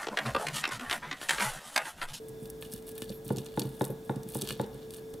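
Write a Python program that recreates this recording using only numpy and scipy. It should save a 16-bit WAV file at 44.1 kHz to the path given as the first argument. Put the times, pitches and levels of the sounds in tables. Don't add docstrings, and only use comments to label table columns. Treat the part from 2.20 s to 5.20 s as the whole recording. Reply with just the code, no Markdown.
import sys
import numpy as np
from scipy import signal
from scipy.fft import rfft, irfft, next_fast_len
from scipy.io import wavfile

SR = 44100
rng = np.random.default_rng(int(sys.argv[2]) if len(sys.argv) > 2 else 0)


def amplitude_ratio(level_db):
    exponent = np.asarray(level_db, float) / 20
    return 10 ** exponent


def file_out(sig):
    cols = np.atleast_2d(sig).T
    lim = np.clip(cols, -1, 1)
    pcm = np.round(lim * 32767).astype(np.int16)
    wavfile.write(sys.argv[1], SR, pcm)


N = 132300

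# [t/s, treble drive/dB, body over treble/dB before the common body lift]
CRACKS = [(0.0834, -30, -23), (0.091, -31.5, -30), (0.2548, -32.5, -3.5), (0.2994, -20.5, -23.5),
          (0.41, -33, -29), (0.4155, -32, -22), (0.423, -29, 4.5), (0.4476, -34, -4.5), (0.5209, -26, -21),
          (0.5265, -28, -7), (0.5352, -18.5, -18), (0.56, -30.5, -10), (0.6222, -37, -10), (0.683, -32, -8),
          (0.69, -25, -12.5), (0.715, -30, -23), (0.7784, -22, -11.5), (0.8186, -24, 1.5),
          (0.827, -28, -18), (0.887, -38, -16), (0.8922, -36, 4.5), (0.901, -29.5, -5), (1.057, -37, -20),
          (1.0786, -25, -22), (1.089, -34, 1.5), (1.1226, -30, -30), (1.1602, -28, -8), (1.1677, -26, -8),
          (1.1826, -23.5, -4), (1.2447, -34, -23), (1.258, -29, -11), (1.262, -33, 1.5),
          (1.3935, -12, -9.5), (1.403, -25.5, -10), (1.417, -31, 8.5), (1.4898, -33.5, -10),
          (1.5505, -39, -20), (1.594, -31, -24), (1.617, -20.5, -13), (1.641, -23, -6), (1.6494, -18, -23),
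          (1.702, -32.5, -9), (1.9582, -32.5, -8.5), (2.0311, -29.5, -12.5), (2.0868, -24.5, -34),
          (2.1243, -34, -20), (2.146, -15.5, -28), (2.169, -20, -27), (2.1807, -33, -17),
          (2.2114, -20, -5.5), (2.2184, -13, -10.5), (2.2525, -34, -29), (2.2725, -23.5, -5),
          (2.2874, -22, 1), (2.296, -26.5, 1), (2.3055, -23, 5.5), (2.3236, -26, -4), (2.4125, -27.5, -9),
          (2.4615, -34.5, -20), (2.5418, -37, -26), (2.7053, -28.5, -8), (2.7363, -28, -7),
          (2.743, -28, -10), (2.9025, -44, -30), (2.934, -40, -37), (2.9379, -31.5, -5)]
# [start t/s, length/s, treble drive/dB, body over treble/dB before the lift]
STROKES = [(0.19, 0.084, -55, -28), (0.409, 0.07, -52.5, -4), (0.489, 0.1, -51, -8),
           (0.659, 0.059, -50.5, -8.5), (0.742, 0.11, -51, -3.5), (0.863, 0.086, -59, 2),
           (1.037, 0.093, -50.5, -7), (1.155, 0.061, -50.5, -3.5), (1.224, 0.12, -59.5, -0.5),
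           (1.348, 0.12, -51, -2.5), (1.466, 0.12, -56, -7.5), (1.589, 0.091, -48, -14),
           (1.84, 0.078, -56, -21), (2.068, 0.12, -48.5, -9.5), (2.131, 0.058, -47.5, -3),
           (2.195, 0.12, -46.5, -3), (2.265, 0.087, -53, 4), (2.358, 0.084, -56, 1.5),
           (2.71, 0.078, -51.5, -6), (2.523, 0.13, -67, 4.5)]
# [f/Hz, level/dB]
SNAP_COLOUR = [(2940, -65), (5000, -9), (7020, -9.5), (8410, 0.5), (11500, 0), (12600, -3), (15700, -6.5),
               (16300, -30)]
# [f/Hz, level/dB]
BODY_COLOUR = [(1120, -16), (1900, -18), (2440, -8), (3510, 3), (4110, -1.5), (4490, 1.5), (4900, -8),
               (6500, -8.5), (8450, -15), (14300, -120)]
# [f/Hz, relative level/dB, t60/s]
BLADE_MODES = [(1749, 10, 0.063), (2490, 3, 0.06), (2936, 13, 0.05), (3570, -2.5, 0.052),
               (4520, 4.5, 0.075)]
# [t/s, mid peak level/dB before rattle, brightness/dB per doubling of 1 + f/520 Hz]
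KNOCKS = [(1.1025, -18, -3), (1.3725, -17.5, 1), (1.6085, -16.5, 2.5), (1.8935, -20, 1.5), (2.151, -22, -2),
          (2.3955, -18, 2)]
THUDS = [(0.088, -41, -60), (0.217, -37, -25), (0.534, -35.5, 12), (0.816, -31.5, -1), (0.896, -31, 5),
         (1.056, -34, -16), (1.14, -32, 10), (1.171, -26.5, 11), (1.411, -30, 8), (1.446, -27, -15),
         (1.671, -36, -2), (1.695, -27, 3), (1.96, -27, -5), (2.058, -32.5, 1), (2.221, -28.5, -0.5),
         (2.309, -32, 7), (2.428, -31.5, 18), (2.543, -38.5, 4), (2.94, -37.5, 25)]
# [f/Hz, relative level/dB, t60/s, side over mid/dB]
BOARD_MODES = [(138, 1.5, 0.16, -19.5), (170.6, 2, 0.069, -56), (208.3, -1, 0.12, -14.5),
               (239.8, 8, 0.037, -39), (298.3, 3.5, 0.068, -30), (385.8, 4, 0.06, -13),
               (485.5, -1.5, 0.094, -15), (533.4, 4, 0.035, -14), (786, -5.5, 0.027, -3.5),
               (855.4, 2, 0.031, -38), (1009, -13, 0.065, -2), (1454, -8, 0.025, -14),
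               (1666, -8, 0.015, -10), (3697, -13.5, 0.016, -14.5)]
# [start t/s, length/s, level at the crest/dB rms]
BRUSHES = [(0.908, 0.087, -55), (1.689, 0.048, -54.5)]
# [f/Hz, relative level/dB per Hz]
ROOM_COLOUR = [(28, -24.5), (151, 0), (195, -4.5), (281, -2), (351, -5.5), (492, -9.5), (1140, -25),
               (2660, -33), (3520, -32), (8410, -34), (12800, -32), (15800, -35)]
# [f/Hz, side over mid/dB]
ROOM_WIDTH = [(60, -17), (110, -17), (200, -13), (380, -9.5), (700, -2), (1290, -0.5), (2380, -0.5),
              (4400, -4.5), (8120, -20), (15000, -48)]
# [f/Hz, width/Hz, mid level/dB rms]
WHIRS = [(53.4, 18, -59), (1657, 29, -72), (3537, 300, -72), (5500, 39, -80)]


def shape(x, table):
    hz, db = np.array(table, float).T
    size = next_fast_len(x.shape[-1])
    f = np.maximum(np.arange(size // 2 + 1) * SR / size, 1)
    gain = amplitude_ratio(np.interp(np.log(f), np.log(hz), db))
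    return irfft(rfft(x, size) * gain, size)[..., :x.shape[-1]]


def level(x, db):
    return x * amplitude_ratio(db) / np.sqrt(np.mean(x ** 2))


def decay(t, t60):
    return (t >= 0) * np.exp(-np.log(1000) * np.maximum(t, 0) / t60)


def add(out, x, s):
    i = int(s * SR)
    out[..., i:i + x.shape[-1]] += x[..., :out.shape[-1] - i]


def ring(x, modes):
    t = np.arange(SR // 5) / SR
    response = sum(amplitude_ratio(db) * np.sin(2 * np.pi * hz * t) * decay(t, t60) for hz, db, t60 in modes)
    return signal.fftconvolve(x, response / np.sqrt(np.sum(response ** 2)))[:len(x)]


def stereo(mid, side):
    return np.array([mid + side, mid - side])


def add_cracks(snap, body, body_db):
    tail_db, tail_t60_s, tilt_scatter_db = -11, 0.022, 3.0
    lead_s = .001
    t = np.arange(SR // 12) / SR
    for s, treble_db, rel_db in CRACKS:
        burst = amplitude_ratio(tail_db) * rng.standard_normal((2, len(t))) * decay(t - lead_s, tail_t60_s)
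        burst[0, SR // 1000] = 1.45 * rng.choice([-1, 1])
        tilt, low_tilt = tilt_scatter_db * rng.standard_normal(2)
        treble = shape(burst, [(6000, -tilt), (10000, 0), (15000, tilt)])
        lower = shape(burst, [(2200, -low_tilt), (5000, low_tilt)])
        add(snap, amplitude_ratio(treble_db) * treble, s - lead_s)
        add(body, amplitude_ratio(treble_db + rel_db + body_db) * lower, s - lead_s)


def crumb_shower():
    crumbs_per_s, spread_db, crumb_t60_s = 750, 4.0, .011
    t = np.arange(SR // 12) / SR
    falls = rng.random((2, 1, N)) < crumbs_per_s / SR
    sizes = falls * amplitude_ratio(spread_db * np.minimum(rng.exponential(size=(2, 1, N)), 4))
    power = signal.fftconvolve(sizes ** 2, decay(t, crumb_t60_s)[None, None] ** 2)[..., :N]
    return level(power.clip(0) ** .5 * rng.standard_normal((2, 2, N)), 0)


def crust():
    body_db, ring_db = 6.5, -8.5
    snap_side_db, body_side_db = -22, -10
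    rise_s, fall_s = 0.0088, 0.021
    snap, body = np.zeros((2, N)), np.zeros((2, N))
    add_cracks(snap, body, body_db)
    bright_crumbs, dull_crumbs = crumb_shower()
    now = np.arange(N) / SR
    for s, length, treble_db, rel_db in STROKES:
        ramp = np.minimum((now - s) / rise_s, (s + length - now) / fall_s + 1)
        press = np.clip(ramp, 0, 1) ** 2
        snap += amplitude_ratio(treble_db) * press * bright_crumbs
        body += amplitude_ratio(treble_db + rel_db + body_db) * press * dull_crumbs
    blade = np.array([ring(row, BLADE_MODES) for row in body])
    blade = shape(blade, [(1200, 1), (1700, -9.5)])
    low = shape(body, BODY_COLOUR) + amplitude_ratio(ring_db) * blade
    snap = shape(snap, SNAP_COLOUR)
    return stereo(snap[0] + low[0], amplitude_ratio(snap_side_db) * snap[1] + amplitude_ratio(body_side_db) * low[1])


def board(hits, scatter_db, push_s):
    low_lag_s, lag_hz = .0021, 723
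    bright_hz, flip_hz = 520, 700
    rattle_db, rattle_t60_s, rattle_tilt_db = -23.5, 0.55, -5
    out, t = np.zeros((2, N)), np.arange(SR // 3) / SR
    hz, db, t60, side_db = np.array(BOARD_MODES, float).T[:, :, None]
    late = t - low_lag_s / (1 + (hz / lag_hz) ** 4)
    swell = np.clip(2 * hz * late, 0, 1)
    polarity = np.where(hz > flip_hz, -1, 1)
    ringing = polarity * np.sin(2 * np.pi * hz * late) * decay(late, t60) * swell
    side_sign = -(-1.) ** np.arange(len(hz))[:, None]
    push = np.hanning(int(push_s * SR) + 3)[None]
    low_cut = signal.butter(4, 125, "high", fs=SR, output="sos")
    for s, peak_db, bright_db in hits:
        scatter = scatter_db * rng.standard_normal(hz.shape)
        modes = ringing * amplitude_ratio(db + bright_db * np.log2(1 + hz / bright_hz) + scatter)
        pair = [modes.sum(0), (modes * side_sign * amplitude_ratio(side_db)).sum(0)]
        pair = signal.sosfilt(low_cut, signal.fftconvolve(pair, push))[:, :len(t)]
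        noise = shape(rng.standard_normal(len(t)), [(200, 0), (2000, rattle_tilt_db)])[None]
        rattle = signal.fftconvolve(np.tile(noise, 2), pair * decay(t, 0.045), axes=1)
        rattle = level(rattle[:, len(t):2 * len(t)], rattle_db)
        rattle = rattle * decay(t, rattle_t60_s) * np.minimum(t / low_lag_s, 1)
        mid, side = pair / np.abs(pair[0]).max() + rattle
        add(out, amplitude_ratio(peak_db) * stereo(mid, side), s)
    return out


def brush():
    centre_hz = 12200
    colour = [(0.64 * centre_hz, -24), (centre_hz, 0), (1.35 * centre_hz, -20)]
    hiss = level(shape(rng.standard_normal(N), colour), 0)
    now = np.arange(N) / SR
    swell = sum(amplitude_ratio(db) * np.sin(np.pi * np.clip((now - s) / length, 0, 1)) for s, length, db in BRUSHES)
    return stereo(hiss * swell, 0)


def room_noise():
    mid, side = shape(rng.standard_normal((2, N)), ROOM_COLOUR)
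    above = shape(mid, [(999, -99), (1000, 0)])
    gain = amplitude_ratio(-62.5) / np.sqrt(np.mean(above ** 2))
    return gain * stereo(mid, shape(side, ROOM_WIDTH))


def whirs():
    out = np.zeros((2, N))
    for hz, width, db in WHIRS:
        colour = [(max(hz - 2 * width, 9), -40), (hz, 0), (hz + 2 * width, -40)]
        mid, side = shape(rng.standard_normal((2, N)), colour)
        out += stereo(level(mid, db), level(side, db - 19))
    return out


def hum():
    hz, db, side_db = 441.8, -46.5, -14
    drift_rad, waver_db = .12, -1.4
    waver = level(shape(rng.standard_normal((2, N)), [(1, 7), (8, -11), (20, -28), (100, -92)]), 0)
    phase = 2 * np.pi * hz * np.arange(N) / SR + drift_rad * waver[0]
    gain = amplitude_ratio(db + waver_db * waver[1]) * np.sqrt(2)
    return gain * stereo(np.sin(phase), amplitude_ratio(side_db) * np.cos(phase))


def scene():
    distance_m, sound_m_per_s = .5, 343
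    knocks = board(KNOCKS, scatter_db=1.0, push_s=0.00014)
    thuds = board(THUDS, scatter_db=3.0, push_s=.0022)
    out = room_noise() + whirs() + hum()
    add(out, crust() + knocks + thuds + brush(), distance_m / sound_m_per_s)
    return out


def roll_off(x):
    return signal.sosfilt(signal.butter(12, 15790, fs=SR, output="sos"), x)


def record(dry):
    return roll_off(dry)


dry = scene()
out = record(dry)
file_out(out)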